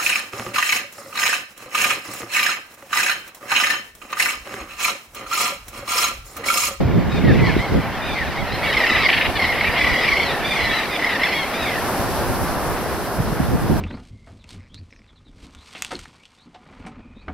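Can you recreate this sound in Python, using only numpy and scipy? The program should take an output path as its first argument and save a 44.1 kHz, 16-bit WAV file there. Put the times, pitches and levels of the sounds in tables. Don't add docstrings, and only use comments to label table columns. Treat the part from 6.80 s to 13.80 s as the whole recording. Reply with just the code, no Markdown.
import sys
import numpy as np
from scipy import signal
from scipy.fft import rfft, irfft
from scipy.io import wavfile
from scipy.ndimage import map_coordinates

SR = 44100
rng = np.random.default_rng(int(sys.argv[2]) if len(sys.argv) > 2 else 0)


def unload_wav(signal):
    wavfile.write(
        sys.argv[1],
        SR,
        np.round(np.clip(np.atleast_2d(signal).T, -1, 1) * 32767).astype(np.int16),
    )


N = 308700
TIME_S = np.arange(N) / SR

# (start [s], length [s], middle pitch [Hz], glide start to end [share of pitch], # beak resonance [Hz],
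# level [dB])
ARCHED_CRIES = [(0.293, 0.1, 1254, -0.038, 3330, -35.5), (.442, 0.095, 932, -0.25, 1800, -27.5),
                (0.591, 0.13, 968, -0.24, 1860, -27.5), (.62, .17, 1107, -.06, 2200, -32.5),
                (0.782, .077, 1054, .18, 2100, -28.5), (1.214, .13, 1225, -.05, 3250, -32),
                (1.352, 0.093, 992, -0.23, 1980, -26), (1.562, .06, 1097, 0.116, 2300, -31),
                (1.719, 0.048, 1047, .1, 3900, -28.5), (1.818, 0.094, 1128, -0.016, 2700, -24.5),
                (1.927, 0.018, 1050, 0.1, 2900, -19.5), (2.554, 0.025, 594, -0.05, 3270, -22.5),
                (2.664, 0.066, 1073, -.07, 2100, -24.5), (2.846, 0.043, 1167, .06, 2200, -20),
                (2.962, 0.078, 1135, 0.11, 2930, -25.5), (3.201, 0.052, 1265, 0.037, 4960, -30),
                (3.365, .073, 1074, 0.004, 3000, -29), (3.446, 0.085, 1280, -.27, 3760, -28),
                (3.643, 0.085, 1215, 0.026, 3280, -24.5), (3.714, 0.085, 1166, -.12, 3130, -27),
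                (3.803, 0.06, 1047, -.01, 3960, -27), (3.871, 0.07, 1135, -.04, 2870, -27.5),
                (3.889, 0.11, 996, 0.025, 3900, -26), (4.103, 0.066, 1240, -0.051, 3370, -29),
                (4.529, .11, 1105, -0.026, 3330, -26), (4.732, 0.12, 1254, 0.086, 3650, -31),
                (4.819, 0.1, 1190, -0.17, 3720, -31.5)]
# (centre of first note [s], notes [count], spacing [s], note length [share of spacing],
# first pitch [Hz], last pitch [Hz], level [dB])
TERN_ROLLS = [(.53, 3, .036, 1, 880, 1007, -33.5), (1.47, 4, 0.05, 0.72, 854, 1068, -31),
              (1.977, 3, 0.034, 0.56, 1048, 915, -13.5), (2.072, 5, 0.029, 0.72, 996, 998, -17.5),
              (2.6, 3, .024, 0.76, 1072, 994, -17), (2.993, 5, 0.027, .8, 1017, 988, -18),
              (3.139, 5, .026, 0.88, 970, 976, -19.5), (3.375, 3, .031, 0.68, 1100, 1102, -19),
              (3.736, 5, 0.035, .66, 1049, 999, -24), (4.202, 3, 0.021, .85, 1003, 985, -24.5),
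              (4.276, 4, 0.028, 0.78, 1078, 920, -23), (4.42, 4, 0.037, 0.48, 1020, 1010, -22.5),
              (4.867, 6, 0.024, 0.72, 1108, 892, -26)]
# (centre [s], length [s], pitch [Hz], level [dB])
TERN_KIPS = [(.67, 0.018, 1060, -23.5), (2.262, 0.033, 1050, -16), (2.815, .011, 1080, -15.5),
             (3.288, 0.022, 1140, -17), (3.332, 0.039, 1040, -17), (4.249, .011, 1016, -18),
             (4.439, .012, 1060, -13.5)]
# (time [s], level [dB])
CROWD_LEVEL = [(0.0, -38.5), (0.68, -25.5), (0.95, -31.5), (1.36, -27.5), (1.37, -23.5), (1.43, -32),
               (1.78, -27), (1.85, -21.5), (2.27, -14.5), (2.48, -24), (2.53, -31), (2.62, -19),
               (2.66, -20), (3.37, -17.5), (3.6, -28), (3.68, -23.5), (3.92, -18.5), (4.08, -24.5),
               (4.3, -21.5), (4.39, -24), (4.44, -19), (4.46, -18.5), (4.71, -28.5), (4.94, -29),
               (5.2, -35)]
# (time [s], wash level [dB], foam level [dB])
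SEA_LEVELS = [(0.0, -29, -57), (0.04, -32, -64), (0.62, -29.5, -54.5), (1.71, -29.5, -52),
              (1.89, -27.5, -46), (4.33, -28, -46.5), (4.82, -27.5, -44), (5.11, -25.5, -38),
              (6.84, -31, -45), (7.0, -30.5, -44)]
# (time [s], level [dB])
BREAKER_LEVEL = [(4.4, -63), (4.9, -31.5), (5.4, -28), (6.0, -29), (7.0, -32)]
# (time [s], level [dB])
WIND_LEVEL = [(0.0, -18), (0.41, -20.5), (0.45, -13.5), (0.6, -14.5), (0.88, -30), (0.95, -17), (0.99, -13),
              (1.03, -32), (1.97, -33.5), (2.11, -43), (2.14, -33), (2.98, -33.5), (3.12, -26.5),
              (3.18, -39), (3.27, -27.5), (3.35, -35), (3.94, -33), (4.17, -47.5), (5.52, -29),
              (6.34, -34.5), (6.4, -25.5), (6.63, -22.5), (6.69, -27), (6.75, -17.5), (6.78, -24),
              (6.9, -18.5), (7.0, -22.5)]
# (centre [s], peak level [dB], thump frequency [Hz])
EDDY_THUMPS = [(.059, -1, 97), (0.148, -4, 129), (.442, 0.5, 171), (.475, -2, 153), (.767, 2.5, 318),
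               (.997, -8, 150), (6.405, -3, 128), (6.526, -5, 140), (6.604, 0, 212), (6.759, -4, 170),
               (6.9, -3, 191)]

# (frequency [Hz], gain [dB])
TERN_THROAT_GAIN = [(900, -29.5), (1400, -14.5), (1800, 1), (2300, 1.5), (3000, -14.5), (4100, -19),
                    (5300, -19.5), (6400, -39.5), (9000, -50)]
CRY_THROAT_GAIN = [(1000, -17.5), (1400, -10.5), (1750, 3.5), (2300, 0.5), (2900, -10), (3600, -8),
                   (4900, -12.5), (5800, -18), (6800, -33), (9000, -36)]
RASP_THROAT_GAIN = [(900, -38), (1600, -3), (2100, 6.5), (2450, 4.5), (3100, 1), (4200, -14.5), (5500, -25),
                    (7000, -46), (10000, -56)]
# (frequency [Hz], gain [dB])
FAR_AIR_GAIN = [(1200, 11), (2000, -1.5), (2800, 2), (4000, -0.5), (5500, -5.5), (7000, -16)]
# (frequency [Hz], gain [dB])
SCATTER_GAIN = [(1000, -17), (2000, -13.5), (3200, -8), (5000, -1), (8000, 13)]
# (frequency [Hz], gain [dB])
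WASH_GAIN = [(20, -11), (100, -7.5), (250, 0), (430, -1), (720, 2), (1100, -3), (1600, -5), (2200, -12.5),
             (3000, -17), (5000, -22.5), (7000, -34.5), (15000, -56)]
FOAM_GAIN = [(500, -19), (2500, -50), (4000, 1), (5500, 4), (6800, -5), (8500, -1), (10300, 3), (11600, 5),
             (13500, 1), (15700, -8.5)]
TUMBLE_GAIN = [(60, -20), (150, -2), (380, 1.5), (600, -5), (1100, -4), (1900, -16.5), (3000, -45),
               (5000, -53)]
# (frequency [Hz], side minus mid [dB])
SEA_SIDE_GAIN = [(100, -41), (400, -17), (1200, -14), (2500, -4.5), (4500, -3.5), (8000, 6), (11500, 0),
                 (15000, -5.5)]
# (frequency [Hz], gain [dB])
GUST_GAIN = [(15, -43), (40, -9), (80, -2.5), (160, 1.5), (240, -4), (340, -7), (520, -13), (800, -29),
             (2000, -46), (6000, -89)]
BREEZE_GAIN = [(15, -24), (35, -2.5), (70, -0.5), (110, -3), (200, -7.5), (400, -17.5), (2000, -54.5)]

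CRY_ARCH = 0.0502
NOTE_SCATTER_DB = 1.2
SCOLD_START_S, SCOLD_SPACING_S, RASP_S = 2.285, 0.041, 0.025
SCOLD_DB, SCOLD_FADE_DB_PER_S = -15, 28
WHINE_HZ, WHINE_RMS_DB = 14836, -58.5
TOP_HZ = 15750


def undb(db):
    return 10 ** (np.asarray(db) / 20)


def unit(x):
    return x / np.sqrt(np.mean(x ** 2) + 1e-18)


def curves(table):
    time_s, *columns = np.transpose(table)
    return [np.interp(TIME_S, time_s, column) for column in columns]


def gain_at(hz, spectrum):
    table_hz, db = np.transpose(spectrum)
    return undb(np.interp(np.log(hz + 1), np.log(table_hz), db))


def colour(x, spectrum):
    n = x.shape[-1]
    bin_hz = np.arange(n // 2 + 1) * SR / n
    return irfft(rfft(x) * gain_at(bin_hz, spectrum), n)


def walk(rate_hz, size=N):
    steps = np.arange(size) / SR * rate_hz
    draws = rng.standard_normal(int(steps[-1]) + 4)
    return map_coordinates(draws, [steps + 1], order=2)


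def add(out, start_s, sound):
    i = max(int(start_s * SR), 0)
    part = sound[..., :max(N - i, 0)]
    out[..., i:i + part.shape[-1]] += part


def swell(u, attack, release):
    ramp = np.minimum(u / attack, (1 - u) / release)
    return np.sin(np.pi / 2 * np.clip(ramp, 0, 1))


def place(sound, spread=0.083):
    balance = spread * rng.uniform(-0.87, 1)
    return sound * (1 + balance * np.array([[1], [-1]]))


def syrinx(pitch_hz, throat, jitter, shimmer, beak_hz=2000, beak_db=0, waver=0.01097, partial_db=2):
    n = len(pitch_hz)
    unsteady_hz = pitch_hz * (1 + jitter * walk(696, size=n) + waver * walk(45.8, size=n))
    phase = 2 * np.pi * np.cumsum(unsteady_hz) / SR
    k = np.arange(1, 9)[:, None]
    resonance_db = beak_db / (1 + ((k * pitch_hz - beak_hz) / 550) ** 2)
    beak = undb(resonance_db + partial_db * rng.standard_normal(k.shape))
    waves = np.sin(k * phase + rng.uniform(0, 2 * np.pi, k.shape))
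    partials = gain_at(k * pitch_hz, throat) * beak * waves
    return unit(partials.sum(axis=0) * (1 + shimmer * walk(453.5, size=n)))


def cry(length_s, first_hz, middle_hz, last_hz, beak_hz, jitter=0.015):
    u = np.linspace(0, 1, int(length_s * SR))
    line_hz = first_hz + (last_hz - first_hz) * u
    arch_hz = (middle_hz - (first_hz + last_hz) / 2) * (1 - (2 * u - 1) ** 2)
    effort = swell(u, attack=0.11, release=0.053) * undb(2.0 * walk(68.4, size=len(u)))
    voice = syrinx(line_hz + arch_hz, CRY_THROAT_GAIN, jitter, shimmer=0.28, beak_hz=beak_hz, beak_db=12)
    return effort * voice


def note(length_s, hz, sag_per_s=4.3, jitter=0.017, open_db=0):
    u = np.linspace(0, 1, int(length_s * SR))
    pitch_hz = hz * (1 - sag_per_s * length_s * (u - .5))
    voice = syrinx(pitch_hz, TERN_THROAT_GAIN, jitter, shimmer=0.22, beak_hz=4100, beak_db=open_db)
    return swell(u, attack=0.2, release=0.32) * voice


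def rasp(length_s, pulse_hz=270):
    n = int(length_s * SR)
    cycle = np.cumsum(pulse_hz * (1 + 0.15 * walk(300, size=n))) / SR % 1
    slaps = np.exp(-cycle / 1.4) * rng.standard_normal(n)
    voice = unit(colour(slaps, RASP_THROAT_GAIN))
    return swell(np.linspace(0, 1, n), attack=0.13, release=0.24) * voice


def tern_calls(mix_db=-.5, open_db=4):
    out = np.zeros((2, N))
    notes = list(TERN_KIPS)
    for start_s, count, spacing_s, fill, first_hz, last_hz, db in TERN_ROLLS:
        for k, hz in enumerate(np.linspace(first_hz, last_hz, round(count))):
            note_db = db + NOTE_SCATTER_DB * rng.standard_normal()
            notes.append((start_s + k * spacing_s, fill * spacing_s, hz, note_db))
    for centre_s, length_s, hz, db in notes:
        voice = note(length_s, hz, open_db=open_db * rng.random())
        add(out, centre_s - length_s / 2, place(voice) * undb(db + mix_db))
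    return out


def tern_scold(count=5):
    out = np.zeros((2, N))
    for since_s in np.arange(count) * SCOLD_SPACING_S:
        db = SCOLD_DB - SCOLD_FADE_DB_PER_S * since_s
        add(out, SCOLD_START_S + since_s, place(rasp(RASP_S)) * undb(db))
    return out


def arched_cries(mix_db=-1):
    out = np.zeros((2, N))
    for start_s, length_s, hz, glide, beak_hz, db in ARCHED_CRIES:
        first_hz = hz * (1 - CRY_ARCH - glide / 2)
        last_hz = hz * (1 - CRY_ARCH + glide / 2)
        voice = cry(length_s, first_hz, hz, last_hz, beak_hz)
        add(out, start_s, place(voice) * undb(db + mix_db))
    return out


def crowd(count=100, roll_s=.031, tern_hz=1070, gull_hz=1130, gull_db=-5, rasp_db=-4, mix_db=-5):
    out = np.zeros((2, N))
    end_s = CROWD_LEVEL[-1][0]
    slots = (np.arange(count) + rng.random(count)) / count
    for start_s in slots * (end_s + .1) - .1:
        pitch, pace, size, gull = rng.uniform(-1, 1, 4)
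        for k in range(5):
            hz = tern_hz * (1 + .12 * pitch - 0.02505 * k + .02 * rng.standard_normal())
            voice = note(0.0181, hz, sag_per_s=rng.uniform(-1.2, 6.4), jitter=0.022)
            note_s = start_s + k * roll_s * (1 + .2 * pace)
            add(out, note_s, place(voice, spread=0.14) * undb(0.53 * size))
        hz = gull_hz * (1 + .2 * gull)
        beak_hz = rng.uniform(3000, 4900)
        voice = cry(.06 + 0.0268 * pace, .92 * hz, hz, .88 * hz, beak_hz, jitter=0.023)
        add(out, start_s + .1 * rng.random(), place(voice, spread=0.23) * undb(gull_db))
        add(out, start_s + .06 * rng.random(), place(rasp(0.056), spread=0.25) * undb(rasp_db))
    fade = np.clip((end_s - TIME_S) / 0.17, 0, 1)
    level_db, = curves(CROWD_LEVEL)
    return unit(colour(out, FAR_AIR_GAIN)) * fade * undb(level_db + mix_db)


def beach(birds, t60_s=0.55):
    t = TIME_S[:SR // 2]
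    tail = rng.standard_normal((2, len(t))) * 1000 ** (-t / t60_s)
    tail /= np.sqrt(np.sum(tail ** 2, axis=1, keepdims=True))
    scattered = signal.fftconvolve(birds, tail, axes=1)[:, :N]
    return birds + colour(scattered, SCATTER_GAIN)


def water(spectrum, flicker_db, flicker_hz):
    mid, side = colour(rng.standard_normal((2, N)), spectrum)
    side = colour(side, SEA_SIDE_GAIN)
    bins = rfft(unit(np.array([mid + side, mid - side])))
    octave = np.log2(np.maximum(np.arange(N // 2 + 1) * SR / N, 32))
    out = np.zeros((2, N))
    for k in range(5, 15):
        band = irfft(bins * np.maximum(1 - abs(octave - k), 0), N)
        out += band * undb(flicker_db * walk(flicker_hz))
    return out


def surf(wash_mix_db=2.0, foam_mix_db=5):
    wash_db, foam_db = curves(SEA_LEVELS)
    breaker_db, = curves(BREAKER_LEVEL)
    wash = water(WASH_GAIN, flicker_db=1.26, flicker_hz=20) * undb(wash_db + wash_mix_db)
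    foam = water(FOAM_GAIN, flicker_db=1.2, flicker_hz=45) * undb(foam_db + foam_mix_db)
    tumble = water(TUMBLE_GAIN, flicker_db=1.6, flicker_hz=30) * undb(breaker_db)
    return wash + foam + tumble


def wind_rumble(mix_db=2, flutter_db=3.0, across=0.24, brisk_db=-22):
    level_db, = curves(WIND_LEVEL)
    left, right, cross = rng.standard_normal((3, N))
    eddies = np.array([left + across * cross, right - across * cross])
    brisk = .5 + .5 * np.tanh((level_db - brisk_db) / 6)
    gust, breeze = unit(colour(eddies, GUST_GAIN)), unit(colour(eddies, BREEZE_GAIN))
    rumble = brisk * gust + (1 - brisk) * breeze
    return rumble * undb(level_db + mix_db + flutter_db * walk(35))


def wind_thumps(mix_db=-7.5):
    out = np.zeros((2, N))
    t = np.arange(-SR // 40, SR // 40) / SR
    for centre_s, db, hz in EDDY_THUMPS:
        phase = rng.uniform(0, 2 * np.pi) + rng.standard_normal((2, 1))
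        bell = np.exp(-(t * hz / 0.7) ** 2)
        add(out, centre_s + t[0], undb(db + mix_db) * bell * np.sin(2 * np.pi * hz * t + phase))
    return out


def wind(left_db=-1.0):
    return (wind_rumble() + wind_thumps()) * undb([[left_db], [-left_db]])


def whine():
    phase = 2 * np.pi * np.cumsum(WHINE_HZ + 2 * walk(20)) / SR
    return np.sqrt(2) * undb(WHINE_RMS_DB) * np.sin(phase)


def scene():
    birds = tern_calls() + tern_scold() + arched_cries() + crowd()
    return beach(birds) + surf() + wind() + whine()


def record(dry):
    fade_in = np.minimum(TIME_S / .005, 1)
    clipped = np.clip(dry * fade_in, -1, 1)
    low_pass = signal.ellip(14, .1, 90, TOP_HZ, fs=SR, output="sos")
    return signal.sosfilt(low_pass, clipped)


dry = scene()
out = record(dry)
unload_wav(out)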